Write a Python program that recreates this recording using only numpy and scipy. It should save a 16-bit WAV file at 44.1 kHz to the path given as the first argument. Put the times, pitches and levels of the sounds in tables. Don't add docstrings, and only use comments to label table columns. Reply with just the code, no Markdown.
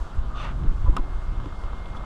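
import sys
import numpy as np
from scipy import signal
from scipy.fft import rfft, irfft
from scipy.io import wavfile
from scipy.ndimage import uniform_filter1d

SR = 44100
rng = np.random.default_rng(int(sys.argv[2]) if len(sys.argv) > 2 else 0)


def generate_wav(sig):
    pcm = np.round(np.clip(np.atleast_2d(sig).T, -1, 1) * 32767).astype(np.int16)
    wavfile.write(sys.argv[1], SR, pcm)


def level_to_linear(level):
    exponent = np.asarray(level, float) / 20
    return 10 ** exponent


N = 90404


def in_time(rows):
    s, *columns = np.transpose(rows)
    return [np.interp(np.arange(N) / SR, s, column) for column in columns]


def rms_one(x):
    return x / np.sqrt(np.mean(x ** 2) + 1e-20)


def evened(x, span_s=0.045):
    span = int(span_s * SR)
    power = uniform_filter1d(uniform_filter1d(x ** 2, span), span)
    return x / np.sqrt(power)


def drift(rate_hz):
    hop = 40
    r = np.exp(-2 * np.pi * rate_hz * hop / SR)
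    steps = rng.standard_normal(N // hop + 2002)
    slow = signal.lfilter([1], [1, -2 * r, r * r], steps)[2000:]
    return np.interp(np.arange(N) / hop, np.arange(len(slow)), rms_one(slow))


def coloured(spectrum, shared_db, patchy_db, rate_hz, steady=False):
    hz, db = np.transpose(spectrum)
    f = np.arange(N // 2 + 1) * SR / N + 1e-3
    colour_db = np.interp(np.log(f), np.log(hz), db, left=-200, right=-200)
    shaped = rfft(rng.standard_normal(N)) * level_to_linear(colour_db)
    out, together = 0, drift(rate_hz / 2)
    for centre in np.arange(np.log2(hz[0]), np.log2(hz[-1]) + 0.5, 0.5):
        window = np.cos(np.pi * np.clip(np.log2(f) - centre, -0.5, 0.5)) ** 2
        part = irfft(shaped * window, N)
        if steady:
            part = evened(part, 0.02) * part.std()
        out = out + part * level_to_linear(shared_db * together + patchy_db * drift(rate_hz))
    return rms_one(out)


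# pitch_hz, level_db (per Hz)
TRAFFIC_COLOUR = [(150, 4.5), (400, -5), (850, -3.5), (1250, -2), (1550, -9), (2100, -22), (3400, -19),
                  (4200, -27)]
# time_s, level_db
TRAFFIC_LEVEL = [(0.0, -44), (0.52, -47), (0.59, -46), (1.42, -45), (2.05, -43.5)]


def traffic():
    level_db, = in_time(TRAFFIC_LEVEL)
    return level_to_linear(level_db + 1) * coloured(TRAFFIC_COLOUR, shared_db=-0.22, patchy_db=2.02, rate_hz=22, steady=True)


# pitch_hz, level_db (per Hz)
HISS_COLOUR = [(3500, -14), (4400, 1), (5200, -3.5), (7700, -6.5), (9500, -13), (11500, -17),
               (12800, -23.5), (14500, -52)]
# time_s, level_db
HISS_LEVEL = [(0.0, -68.5), (.12, -73.5), (.155, -70.5), (.19, -74.5), (0.53, -75), (1.45, -74.5),
              (1.62, -73.5), (1.94, -74), (1.968, -66.5), (1.99, -75), (2.05, -73)]


def air_hiss():
    breeze_db, = in_time(HISS_LEVEL)
    usual_db = breeze_db.mean()
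    level_db = 9 + usual_db + 0.77 * (breeze_db - usual_db)
    return level_to_linear(level_db) * coloured(HISS_COLOUR, shared_db=0.7, patchy_db=0.86, rate_hz=11.3)


def hum():
    t = np.arange(N) / SR
    level_db = -55 + 1.5 * drift(2.4)
    return level_to_linear(level_db) * np.sin(2 * np.pi * 359.5 * t + 0.8 * drift(5))


# time_s, level_db
WHINE_LEVEL = [(0, -71.5), (.55, -69), (.8, -64.5), (1.1, -62.5), (1.5, -62.5), (1.85, -57.5),
               (2.05, -59.5)]


def whine():
    t = np.arange(N) / SR
    pair = np.sin(2 * np.pi * 2127 * t) + level_to_linear(-11) * np.sin(2 * np.pi * 2082 * t)
    level_db = in_time(WHINE_LEVEL)[0] + drift(6.5)
    return np.sqrt(2) * level_to_linear(level_db) * pair


# pitch_hz, level_db (per Hz)
WIND_COLOUR = [(8.8, 5), (15, 2.5), (37, 4), (110, -15), (140, -78), (240, -120)]
# pitch_hz, level_db (per Hz)
FLUTTER_COLOUR = [(70, -18), (110, 2.5), (190, -9.5), (350, -18.5), (520, -37.5)]
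# time_s, level_db, flutter_db
GUST = [(0, -17.5, -39), (.1, -42, -3), (.17, -23.5, -23.5), (.4, -29, -13), (.58, -26, -9),
        (.65, -21.5, -8), (.7, -21.5, -14), (.79, -24, -18), (.85, -18.5, -19), (.89, -29.5, -8),
        (.93, -17.5, -13.5), (.97, -35, -6.5), (1.08, -28.5, -13.5), (1.2, -26, -22), (1.38, -25.5, -13.5),
        (1.45, -33, -4), (1.55, -30.5, -21.5), (1.8, -30.5, -17), (2.05, -30.5, -11.5)]
# centre_s, peak_db, length_s, direction (+1 push, -1 suck)
BUFFETS = [(0.187, -15.5, 0.0034, 1), (0.641, -16, 0.004, -1), (0.69, -11.5, 0.0088, -1),
           (0.83, -22.5, 0.0037, -1), (0.848, -21, 0.0024, -1), (0.878, -12, 0.0029, 1),
           (0.8893, -6, 0.0053, 1), (1.005, -15, 0.0078, -1), (1.151, -14.5, 0.0053, -1),
           (1.221, -24, 0.0046, -1), (1.285, -18.5, 0.0045, -1), (1.382, -24, 0.0046, 1),
           (1.646, -17, 0.0044, -1), (1.738, -21, 0.005, 1)]


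def wind():
    level_db, flutter_db = in_time(GUST)
    rumble = evened(coloured(WIND_COLOUR, shared_db=10, patchy_db=1, rate_hz=2.2))
    flutter = evened(coloured(FLUTTER_COLOUR, shared_db=-8, patchy_db=2, rate_hz=11))
    out = level_to_linear(level_db) * (rumble + level_to_linear(flutter_db) * flutter)
    t = np.arange(N) / SR
    rebound, wider = 0.89, 2.27
    for centre_s, peak_db, length_s, direction in BUFFETS:
        u = (t - centre_s) / length_s
        push = (1 + rebound) * np.exp(-u ** 2 / 2)
        swing_back = rebound * np.exp(-((u - 1) / wider) ** 2 / 2)
        out += np.sign(direction) * level_to_linear(peak_db) * (push - swing_back)
    return out * np.clip(np.minimum(t, t[::-1]) / 0.02, 0.1, 1)


def band(x, hz, width_hz):
    edges = [hz - width_hz / 2, hz + width_hz / 2]
    return rms_one(signal.sosfilt(signal.butter(2, edges, "band", fs=SR, output="sos"), x))


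# time_s, level_db, brightness_db
SLIDE = [
    (.29, -59, -20),
    (.322, -49, -25),
    (.344, -46.5, -21),
    (.358, -44.5, -2.5),
    (.41, -43, 2),
    (.45, -40.5, 0.5),
    (.49, -46, -2.5),
    (.525, -51, -5.5),
    (.56, -90, 3),
]
# pitch_hz, width_hz, level_db, change_db_per_s
RUB = [(633, 250, -3, 15), (987, 210, 0.5, 47), (1183, 110, 6.5, -23), (1450, 130, 0, 38),
       (2070, 910, -9.5, 84), (2710, 440, -6, 3), (3090, 600, -15, 34), (3534, 125, -9.5, -120),
       (3920, 690, -30, -20), (6030, 420, -24, -38), (8300, 570, -35, 0)]


def slide():
    level_db, bright_db = in_time(SLIDE)
    t = np.arange(N) / SR
    on = (t > SLIDE[0][0]) & (t < SLIDE[-1][0])
    slips = rng.random(N) < 6000 / SR
    strength = level_to_linear(2.5 * np.minimum(rng.exponential(1, N), 4))
    grains = slips * strength * rng.choice([-1, 1], N)
    out = 0
    for hz, width_hz, rub_db, db_per_s in RUB:
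        now_db = rub_db + db_per_s * on * (t - 0.43) + bright_db * (hz > 1700)
        out = out + level_to_linear(now_db) * np.sqrt(width_hz / 300) * band(grains, hz, width_hz)
    centre = np.interp(t, [SLIDE[3][0], SLIDE[-2][0]], np.log2([3000, 2100]))
    for k, hz in enumerate(np.geomspace(1700, 4800, 9)):
        near = np.exp(-0.5 * ((np.log2(hz) - centre) / 0.43) ** 2)
        own_grains = np.roll(band(grains, hz, hz / 8), 997 * (k + 1))
        out = out + level_to_linear(-12 + bright_db) * near * own_grains
    return on * level_to_linear(level_db) * signal.lfilter(*signal.butter(4, 11500, fs=SR), out)


def ring(x, hz, t60_s):
    r, w = level_to_linear(-60 / (t60_s * SR)), 2 * np.pi * hz / SR
    return signal.lfilter([0, np.sin(w)], [1, -2 * r * np.cos(w), r * r], x)


def crack(puff, level_db, breaking):
    t = np.arange(len(puff)) / SR
    fade = level_to_linear(-3 + level_db - 60 * t / 0.011)
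    rise = 1 - np.exp(-t / 0.0007)
    colour = np.r_[signal.butter(1, [1400, 7900], "band", fs=SR, output="sos"),
                   signal.butter(4, 12300, fs=SR, output="sos")]
    out = signal.sosfilt(colour, fade * rise * puff)
    out = out + 1.1 * signal.lfilter(*signal.iirpeak(3020, 2.5, fs=SR), out)
    if breaking:
        return out
    return signal.lfilter(*signal.butter(3, 4500, fs=SR), out)


# pitch_hz, level_db, t60_s
TRIM = [(300, 0.5, 0.044), (533, 0, 0.052), (860, 9, 0.021), (1010, 11, 0.056), (1089, 16.5, 0.028),
        (1260, 14.5, .024), (1460, -5, 0.06), (1860, 1, 0.02), (2760, -1, 0.017), (3060, -1, 0.011),
        (3420, -9, 0.021), (5170, -2, 0.011), (6800, -8, 0.016), (8400, -5, 0.014)]
# start_s, peak_db, favoured_pitch_hz, spread_octaves, crack_db
SNAP = [(.9657, -33, 4500, 1.2, 9), (.9663, -21, 1260, 0.7, -15), (.9682, -24.5, 3260, 0.65, -8),
        (.9689, -25, 1210, 0.15, -33), (.9705, -23.5, 1360, 0.077, -15), (.9721, -25.5, 1188, 0.059, -30),
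        (.9737, -28, 1146, 0.14, -32), (.978, -27, 1100, 0.37, -17), (.982, -32, 750, 0.65, -5),
        (.984, -26.5, 320, 0.17, -7), (.987, -36.5, 1210, 0.3, -22), (.992, -22, 300, 0.61, -15),
        (.997, -38, 704, 0.54, -20)]
# start_s, peak_db, favoured_pitch_hz, spread_octaves, crack_db
TICKS = [(.19, -48, 3320, 0.27, -9.5), (0.6234, -37, 1450, 0.27, -23), (0.635, -36, 2580, 0.95, -23),
         (0.859, -36, 1010, 0.1, -21), (0.865, -33, 1010, 0.092, -24), (0.873, -34.5, 970, 0.14, -24),
         (0.879, -26, 333, 0.72, -24), (0.894, -22.5, 300, 0.24, -25), (0.929, -37, 1100, 0.27, -24),
         (.938, -35, 1000, 0.1, -24), (1.4002, -32.5, 1180, 0.37, -2), (1.402, -39, 1240, 0.24, -17),
         (1.426, -34, 300, .3, -25), (1.441, -31, 330, 0.67, -22), (1.46, -26.5, 290, 0.48, -25),
         (1.471, -33.5, 300, 0.38, -25), (1.458, -34.5, 1120, 0.22, 2.5), (1.637, -33, 1100, 0.97, -2),
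         (1.732, -32.5, 1300, 0.79, -6), (1.858, -41.5, 3530, 0.12, 4), (1.967, -47, 3420, .05, -15),
         (1.972, -42, 3420, .05, -18), (1.949, -33, 1260, 0.065, -25), (1.961, -33.5, 1260, 0.068, -17),
         (2.038, -33.5, 1190, .15, -25)]


def contacts():
    span = int(0.12 * SR)
    click = np.r_[1.0, np.zeros(span - 1)]
    modes = []
    for hz, _, t60_s in TRIM:
        soften = signal.butter(3, min(2 * hz, 15000), fs=SR)
        modes.append(signal.lfilter(*soften, ring(click, hz, t60_s)))
    modes = np.array(modes)
    mode_hz, mode_db, _ = np.transpose(TRIM)
    snap_s = SNAP[0][0]
    out = np.zeros(N + span)
    for start_s, peak_db, hz, octaves, crack_db in SNAP + TICKS:
        luck_db = 1.5 * rng.standard_normal(len(TRIM))
        distance = np.log2(mode_hz / hz) / max(octaves, 0.05)
        near = np.exp(-0.5 * distance ** 2) * level_to_linear(mode_db + luck_db)
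        ringing = near @ modes / np.linalg.norm(near)
        breaking = snap_s <= start_s < snap_s + 0.004
        noise = crack(rng.standard_normal(span), crack_db, breaking)
        first = int(start_s * SR)
        out[first:first + span] += level_to_linear(peak_db) * (ringing + noise)
    return out[:N]


def scene():
    background = traffic() + air_hiss() + hum() + whine()
    return (background + wind() + slide() + contacts())[None]


def low_pass(x):
    return signal.sosfilt(signal.butter(12, 15710, fs=SR, output="sos"), x)


def record(dry):
    dull = signal.sosfilt(signal.butter(4, 14200, fs=SR, output="sos"), dry)
    return low_pass(dull)


dry = scene()
out = record(dry)
generate_wav(out)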